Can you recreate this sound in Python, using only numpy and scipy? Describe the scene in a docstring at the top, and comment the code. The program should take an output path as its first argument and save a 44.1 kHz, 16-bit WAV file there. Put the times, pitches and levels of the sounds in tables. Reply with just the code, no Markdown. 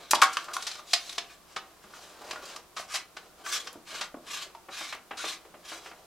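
"""Threading brake housing through a bicycle frame

Close up in a small, crowded workshop, on a pair of microphones. The housing's loose end slaps and
clicks against the ringing tubes; then it is drawn through the port in short scraping strokes, with
soft thumps as the hands take a new grip. Sleeves rustle over a quiet room hum."""
import sys
import numpy as np
from scipy import signal
from scipy.fft import rfft, irfft, next_fast_len
from scipy.io import wavfile
from scipy.ndimage import uniform_filter1d, map_coordinates

SR = 44100
rng = np.random.default_rng(int(sys.argv[2]) if len(sys.argv) > 2 else 0)


def int16_out(signal):
    """Quantize to a 16-bit WAV file."""
    q = np.round(np.clip(np.atleast_2d(signal).T, -1, 1) * 32767)
    wavfile.write(sys.argv[1], SR, q.astype(np.int16))


N = 267235


def amp(db):
    """Decibels to gain."""
    return 10 ** (np.asarray(db) / 20)


def unit(x):
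    """Scale to rms 1."""
    return x / np.sqrt(np.mean(x ** 2) + 1e-20)


def along(points, hz):
    """Read (frequency [Hz], value) points on a log frequency axis."""
    freqs, values = np.transpose(points)
    return np.interp(np.log(hz + 1), np.log(freqs + 1), values)


def wobble(rate):
    """A smooth random curve, rate knots a second."""
    knots = rng.standard_normal(int(N * rate / SR) + 4)
    return map_coordinates(knots, [np.arange(N) * rate / SR])


def filtered(x, response):
    """Pass x through a complex response of frequency."""
    size = next_fast_len(N + SR // 2)
    return irfft(rfft(x, size) * response(np.fft.rfftfreq(size, 1 / SR)), size)[..., :N]


def coloured(x, colour):
    """Give x a (frequency [Hz], level [dB]) colour, at rms 1."""
    return unit(filtered(x, lambda hz: amp(along(colour, hz))))


def resonance(hz, centre_hz, width_hz):
    """One damped mode, gain 1 at its centre."""
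    return 1j * hz * width_hz / (centre_hz ** 2 - hz ** 2 + 1j * hz * width_hz)


def tight_pulse(colour_db, size=4096):
    """The minimum-phase pulse whose level follows this function of frequency."""
    cepstrum = irfft(np.log(amp(colour_db(np.fft.rfftfreq(size, 1 / SR)))))
    cepstrum[1:size // 2] *= 2
    cepstrum[size // 2 + 1:] = 0
    return irfft(np.exp(rfft(cepstrum)))


def burst(t60, size=8192):
    """Dying noise of energy 1, even in colour over wide bands."""
    decay = amp(-60 * np.arange(size) / SR / max(t60, 0.002))
    spectrum = rfft(rng.standard_normal(size) * decay)
    band_power = np.abs(uniform_filter1d(np.abs(spectrum) ** 2, size=70))
    even = irfft(spectrum / np.sqrt(band_power + 1e-12))[:size // 2]
    return even / np.linalg.norm(even)


def microphones(mid, scattered, side_colour):
    """Two close microphones agree in the middle range; scattered sound parts them in the treble."""
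    side = filtered(scattered, lambda hz: amp(along(side_colour, hz)))
    return np.array([mid + side, mid - side])


def room_tone(air_db, waver_rad):
    """Soft moving air and a slightly unsteady hum, all round the microphones."""
    # colour of the air: (frequency [Hz], level [dB])
    air_colour = [(12, -40), (20, -0.5), (60, -6.5), (113, -7), (172, -3.5), (262, -6), (357, 2),
                  (446, -4.5), (738, -1), (873, -5.5), (1090, -2), (1960, -11.5), (4940, -13), (14700, -19),
                  (16000, -24.5)]
    # its stereo width: (frequency [Hz], side over mid [dB])
    air_side = [(60, -4), (150, -5.5), (380, -6.5), (950, -10), (2380, -3.5), (5980, -2.5), (15000, 1)]
    # tones of the hum: (frequency [Hz], level [dB])
    hum_tones = [(59, -77), (172.3, -79.5), (387.6, -105)]
    t = np.arange(N) / SR
    hum = sum(np.sqrt(2) * amp(db) * np.sin(2 * np.pi * hz * t + waver_rad * wobble(2.94))
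              for hz, db in hum_tones)
    air, scattered = amp(air_db) * coloured(rng.standard_normal((2, N)), air_colour)
    return microphones(air, scattered, air_side) + hum


def movement(start, length, db, crest=0.37):
    """Gain of one hand movement: a quick start, a swell to its fastest moment, a stop."""
    attack_s, release_s = 0.027, 0.043
    edge_db, rest_db = -6.5, -23.5
    fastest = start + np.clip(crest, 0.02, 0.98) * length
    end = start + length
    times = [start - attack_s, start, fastest, end, end + release_s]
    t = np.arange(N) / SR
    moving = (t > times[0]) & (t < times[-1])
    return moving * amp(db + np.interp(t, times, [rest_db, edge_db, 0, edge_db, rest_db]))


def sleeve_rubs(grain_db):
    """Hands and cloth slide along the housing and frame with a grainy rustle."""
    # hand movements: (start [s], length [s], level [dB])
    rubs = [(0, 0.043, -50.5), (0.294, 0.58, -54.5), (0.986, 0.32, -58.5), (1.504, 0.28, -61),
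            (1.855, 0.27, -54), (2.148, 0.45, -47.5), (2.804, .2, -61.5), (3.17, 0.11, -57),
            (3.389, 0.36, -52.5), (3.888, .16, -50), (4.248, 0.26, -54), (4.702, 0.034, -58),
            (4.94, 0.02, -46), (5.15, 0.37, -60.5), (5.6, 0.6, -59)]
    # colour of the rustle: (frequency [Hz], level [dB])
    rub_colour = [(70, -12), (160, -13), (250, -4.5), (350, 1.5), (650, 2.5), (1200, 0.5), (2000, -7.5),
                  (5000, -8.5), (14000, -23.5)]
    friction = rng.standard_normal(N) * amp(grain_db * wobble(120))
    return coloured(friction, rub_colour) * sum(movement(*rub) for rub in rubs)


def shifting_resonances(x, depth_db):
    """The free length of housing keeps changing, so its resonances come and go."""
    spectra = signal.stft(x, nperseg=1024)[2]
    patches = uniform_filter1d(rng.standard_normal(spectra.shape), size=4, axis=0)
    patches = unit(uniform_filter1d(patches, size=5, axis=1))
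    return signal.istft(spectra * amp(depth_db * patches), nperseg=1024)[1][:N]


def port_scrapes(grain_db, judder_db):
    """The housing's sheath catches and slips on the port's edge with each pull."""
    # pulls through the port: (start [s], length [s], level [dB],
    # fastest moment [share of length], treble lift [dB], rasp lift [dB])
    pulls = [(.01, 0.19, -50.5, 0.8, -5, 6), (0.136, 0.32, -47, 0.4, 4, 1), (0.54, 0.26, -48, .6, 6, 6),
             (0.873, 0.29, -52.5, 0.12, 13.5, 7.5), (1.199, 0.15, -53.5, 1, 0, 0),
             (1.485, 0.09, -58, 0.54, 3.5, -3), (1.832, 0.017, -57, .4, 3, -2),
             (1.911, 0.21, -54, 0.55, 7, -2), (2.258, 0.079, -50, 0.24, 2.5, -14),
             (2.433, 0.11, -46, 0.57, -0.5, 0), (2.783, .04, -50, .5, 13.5, -12),
             (2.905, 0.079, -38, 0.87, 4.5, -7), (3.465, 0.12, -39.5, 0.51, 11.5, 1),
             (3.615, 0.084, -56.5, 0.27, 9, -1), (3.88, .16, -40.5, .45, 0.5, 1),
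             (4.276, 0.16, -38.5, 0.38, 3, 1.5), (4.728, 0.17, -39, 0.38, 1.5, 4),
             (5.188, .15, -37.5, 0.48, 3, 3), (5.655, 0.13, -43.5, 0.36, 5, 2),
             (5.835, 0.07, -51.5, 0.23, 3, -3)]
    # colour of the scrape: (frequency [Hz], level [dB])
    scrape_colour = [(240, -45), (400, -38), (742, -10.5), (893, -13.5), (1180, 4), (1290, -6), (1710, 2),
                     (1790, -5), (2120, -1.5), (3930, -3), (5600, -5.5), (6050, -5), (11800, -20),
                     (16000, -33.5)]
    # the port's rasping resonance: (centre [Hz], width [Hz])
    rasp_mode = (3830, 720)
    slips = rng.standard_normal(N) * amp(grain_db * wobble(930) + judder_db * wobble(70))
    scrape = coloured(shifting_resonances(slips, depth_db=3.0), scrape_colour)
    hiss = filtered(scrape, lambda hz: hz ** 2 / (hz ** 2 + 5500 ** 2))
    rasp = filtered(scrape, lambda hz: resonance(hz, *rasp_mode))
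    out = np.zeros(N)
    for start, length, db, crest, treble_db, rasp_db in pulls:
        stroke = scrape + hiss * (amp(treble_db) - 1) + rasp * (amp(rasp_db) - 1)
        out += movement(start, length, db, crest) * stroke
    return out


def contacts(strikes, colour, snap_db, pitch_spread, chatter_s, rise_s):
    """Each contact is a snap and a brief chatter; the spot that is struck favours its own pitch."""
    out = np.zeros(N + SR)
    for start, db, tilt_db, t60, pitch_hz, emphasis_db in strikes:
        favoured = lambda hz: emphasis_db * np.exp(-(np.log((hz + 1) / pitch_hz) / pitch_spread) ** 2)
        hardness = lambda hz: tilt_db * np.log2(np.hypot(hz, 300) / pitch_hz)
        pulse = tight_pulse(lambda hz: along(colour, hz) + hardness(hz) + favoured(hz))
        # short contacts are nearly all snap; long ones are scuffs that build up more slowly
        softness = min(t60 / chatter_s, 3) ** 2
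        force = burst(t60)
        force *= 1 - np.exp(-np.arange(len(force)) / SR / (rise_s * softness))
        force[0] += amp(snap_db) / softness
        hit = signal.fftconvolve(force, pulse)
        hit *= np.sqrt(SR / 100) / np.linalg.norm(hit)  # the energy of 10 ms at rms 1
        out[round(start * SR):][:len(hit)] += amp(db) * hit
    return out[:N]


def end_clicks():
    """The hard end of the housing clicks on the frame."""
    # clicks: (time [s], level [dB], tilt [dB/octave], chatter t60 [s], pitch [Hz], emphasis [dB])
    strikes = [(0.109, -21, 11, 0.037, 6300, -0.5), (0.1119, -27.5, -1.5, 0.024, 6260, 3),
               (0.147, -30, 7, 0.033, 4360, 7), (0.153, -27, 0, 0.027, 3380, 8),
               (0.329, -38, 4, .068, 1260, 10), (0.3702, -29.5, -4.5, 0.02, 3020, 11),
               (0.443, -52, 8, 0.021, 1170, 5), (0.534, -33, 4.5, 0.11, 1080, 23),
               (0.623, -36.5, 2, .057, 4370, 1), (0.667, -30, 0, 0.069, 4970, 2.5),
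               (0.713, -37.5, 0, 0.05, 4430, 10), (0.753, -44, -2.5, 0.037, 1260, 7),
               (0.9328, -17.5, -.5, 0.049, 4540, 6.5), (1.094, -37.5, 0, 0.035, 3820, 9),
               (1.126, -42.5, 1.5, 0.046, 3700, 1), (1.1807, -27.5, -4, 0.036, 3340, 5.5),
               (1.562, -31, -5.5, 0.059, 1335, 4.5), (2.3095, -34, -2.5, 0.036, 3000, 3.5),
               (2.455, -47, 8, 0.032, 4500, 9), (2.562, -39.5, 0, 0.032, 1160, 14),
               (2.765, -32, -3.5, 0.17, 1190, 10.5), (2.793, -39, -7.5, 0.049, 684, 11),
               (2.939, -29.5, -0.5, 0.11, 714, 12), (2.956, -33, -0.5, 0.026, 1090, 6),
               (3.167, -39, -5, 0.06, 1430, 4), (3.671, -37, -4.5, 0.046, 5200, 4),
               (3.729, -51.5, 15, .03, 8060, 2), (4.009, -29.5, -4, 0.083, 2430, -2),
               (5.171, -37.5, -1, 0.18, 4020, 3)]
    # colour of a hard tap: (frequency [Hz], level [dB])
    colour = [(70, -37), (300, -21), (1100, -2), (2800, 2), (5600, 3), (11300, -12), (16000, -33)]
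    return contacts(strikes, colour, snap_db=-3, pitch_spread=0.15, chatter_s=0.018, rise_s=0.00021)


def tube_slaps():
    """The loose length of housing slaps the hollow tubes."""
    # slaps: (time [s], level [dB], tilt [dB/octave], chatter t60 [s], pitch [Hz], emphasis [dB])
    strikes = [(0.1343, -17.5, -4.5, 0.014, 1020, 7.7), (0.217, -19.5, 6, 0.046, 2420, 8.9),
               (0.2204, -13.5, 1, 0.048, 1340, 9.3), (0.2307, -20.5, 4, 0.068, 1320, 3.4),
               (0.3698, -27.5, 2.5, 0.025, 1200, 8), (0.482, -38.5, -1.5, 0.08, 1280, 5.9),
               (0.513, -44, 1, 0.033, 1350, 10), (0.5667, -29.5, 4, 0.022, 1200, 11),
               (0.79, -46.5, -3, 0.071, 1210, 9.4), (0.933, -34.5, -1, 0.024, 667, 36),
               (1.935, -47, 1.5, .08, 1330, 7.3), (2.358, -39.5, 1.5, 0.054, 1430, 14),
               (3.461, -36, 2, 0.067, 1560, 9.1), (4.549, -43.5, 1, 0.04, 840, 15),
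               (4.924, -34, 1.5, 0.081, 2370, 7.6)]
    # colour of a hollow knock: (frequency [Hz], level [dB])
    colour = [(70, -40.5), (300, -16), (1100, 4.5), (2800, -6.5), (5600, -12), (11300, -27), (16000, -46)]
    return contacts(strikes, colour, snap_db=-4, pitch_spread=0.32, chatter_s=0.022, rise_s=0.00013)


def hand_bumps():
    """The hands bump the frame as they take a new grip."""
    # bumps: (time [s], level [dB], tilt [dB/octave], chatter t60 [s], pitch [Hz], emphasis [dB])
    strikes = [(1.84, -51.5, -1, 0.069, 202, 21), (3.753, -45, -9, 0.084, 248, 3),
               (4.143, -39.5, -6.5, 0.04, 210, 3), (4.168, -49, -8, 0.072, 600, 5.5),
               (4.686, -42.5, -0.5, 0.059, 1100, 1), (4.808, -39.5, 1.5, 0.073, 800, 3.4),
               (5.109, -35.5, 2.5, 0.067, 323, 5), (5.133, -45, 0.5, .05, 700, 6),
               (5.24, -34.5, 2, 0.064, 704, 1.8), (5.45, -51, 0.5, 0.052, 500, 13),
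               (5.54, -47.5, -0.5, 0.071, 595, 2), (5.716, -40.5, 1.5, 0.13, 326, 5.3),
               (5.857, -43.5, 4.5, 0.077, 450, 14), (5.912, -45.5, 2, 0.07, 1050, 2.9)]
    # colour of a soft thump: (frequency [Hz], level [dB])
    colour = [(70, -21.5), (300, 3), (1100, 3.5), (2800, -6), (5600, -29.5), (11300, -46), (16000, -45)]
    return contacts(strikes, colour, snap_db=0, pitch_spread=0.16, chatter_s=0.024, rise_s=0.00029)


def squeaks(jitter, overtone_db):
    """The slips lock into nearly regular stick-slip: a wavering pitch with weaker overtones."""
    # faint squeaks: (centre [s], half length [s], start pitch [Hz], end pitch [Hz], level [dB])
    glides = [(3.467, 0.021, 1570, 1573, -44.5), (3.53, 0.026, 1697, 1697, -40.5),
              (3.604, 0.0038, 3290, 3470, -38.5), (5.204, 0.01, 1407, 1510, -41.5),
              (5.295, 0.021, 3570, 4110, -45)]
    t = np.arange(SR // 5) / SR - 0.1
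    out = np.zeros(N)
    for centre, half, start_hz, end_hz, db in glides:
        waver = unit(uniform_filter1d(rng.standard_normal(len(t)), size=60))
        hz = np.interp(t, [-half, half], [start_hz, end_hz]) * (1 + jitter * waver)
        phase = 2 * np.pi * np.cumsum(hz) / SR
        tone = sum(amp(k * overtone_db) * np.sin((k + 1) * phase) for k in range(4))
        swell = np.exp(-(t / half) ** 2)
        out[round((centre + t[0]) * SR):][:len(t)] += amp(db) * unit(tone) * swell
    return out


def frame_ring(x, ring_db):
    """The tubes add their narrow resonances to whatever touches them."""
    # modes of the frame and its fittings: (centre [Hz], width [Hz], relative level [dB])
    modes = [(325, 27, -3), (383, 18, -9), (490, 14, -0.5), (616, 33, 4), (693, 8.9, 10), (768, 9.5, 10),
             (966, 14, 3), (1090, 30, -3), (1164, 35, 1), (1227, 20, 0.5), (1376, 4.1, 7.5), (1429, 14, 6),
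             (1550, 5.3, -10), (1510, 4.9, -16), (1860, 7.5, -9), (1910, 5.5, -5.5), (2440, 19, 1.5),
             (2990, 4.8, -15), (3160, 69, -1.5), (3390, 26, -3), (3562, 12, -17), (3985, 100, 0),
             (4830, 30, -3), (6480, 10, -18), (7710, 26, 10)]
    response = lambda hz: sum(amp(db) * resonance(hz, centre, width) for centre, width, db in modes)
    return x + amp(ring_db) * filtered(x, response)


def room_tail(onset_s):
    """Shelves and boxes close by answer at once; the treble dies first."""
    # the workshop's decay: (frequency [Hz], t60 [s])
    decay_times = [(200, 0.49), (650, 0.31), (1200, 0.25), (2000, 0.26), (3700, 0.21), (9700, 0.14),
                   (15000, 0.082)]
    hz, t, spectra = signal.stft(rng.standard_normal(SR // 2), SR, nperseg=256)
    decay = amp(-60 * t / along(decay_times, hz)[:, None])
    tail = signal.istft(spectra * decay, SR, nperseg=256)[1]
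    tail *= 1 - np.exp(-(np.arange(len(tail)) / SR / onset_s) ** 2)
    return tail / np.linalg.norm(tail)


def workshop_echoes(x, wet_db, onset_s, spots=12):
    """The sounding spot moves along the frame, and the pattern of echoes changes with it."""
    place = np.linspace(0, spots - 1, N)
    shares = [np.sqrt(np.maximum(1 - np.abs(place - k), 0)) for k in range(spots)]
    echoes = sum(signal.oaconvolve(x * share, room_tail(onset_s))[:N] for share in shares)
    return x + amp(wet_db) * echoes


def scene():
    """Contacts and strokes sound through the frame, near the microphones, with the room behind."""
    # stereo width at the bicycle: (frequency [Hz], side gain [dB])
    near_side = [(100, -27), (500, -17), (1000, -27), (2000, -13.5), (4000, -8), (8000, -4), (13000, -1.5)]
    hits = end_clicks() + tube_slaps() + hand_bumps()
    strokes = port_scrapes(grain_db=-0.5, judder_db=2.0) + sleeve_rubs(grain_db=2.8)
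    strokes += squeaks(jitter=0.025, overtone_db=-7.5)
    bicycle = frame_ring(hits + strokes, ring_db=-6.0)
    mid = workshop_echoes(bicycle, wet_db=-9.0, onset_s=0.0051)
    # reflections from the walls and from nearby boxes reach the two microphones differently
    walls = amp(-5.5) * signal.oaconvolve(bicycle, room_tail(onset_s=0.00047))[:N]
    boxes = amp(-5) * signal.oaconvolve(bicycle, burst(t60=0.021))[:N]
    return microphones(mid, walls + boxes, near_side) + room_tone(air_db=-58.5, waver_rad=0.68)


def record(dry):
    """Both microphone channels cut off steeply at the top of the treble."""
    top_hz = 16200
    return filtered(dry, lambda hz: 1 / (1 + (hz / top_hz) ** 160))


dry = scene()
out = record(dry)
int16_out(out)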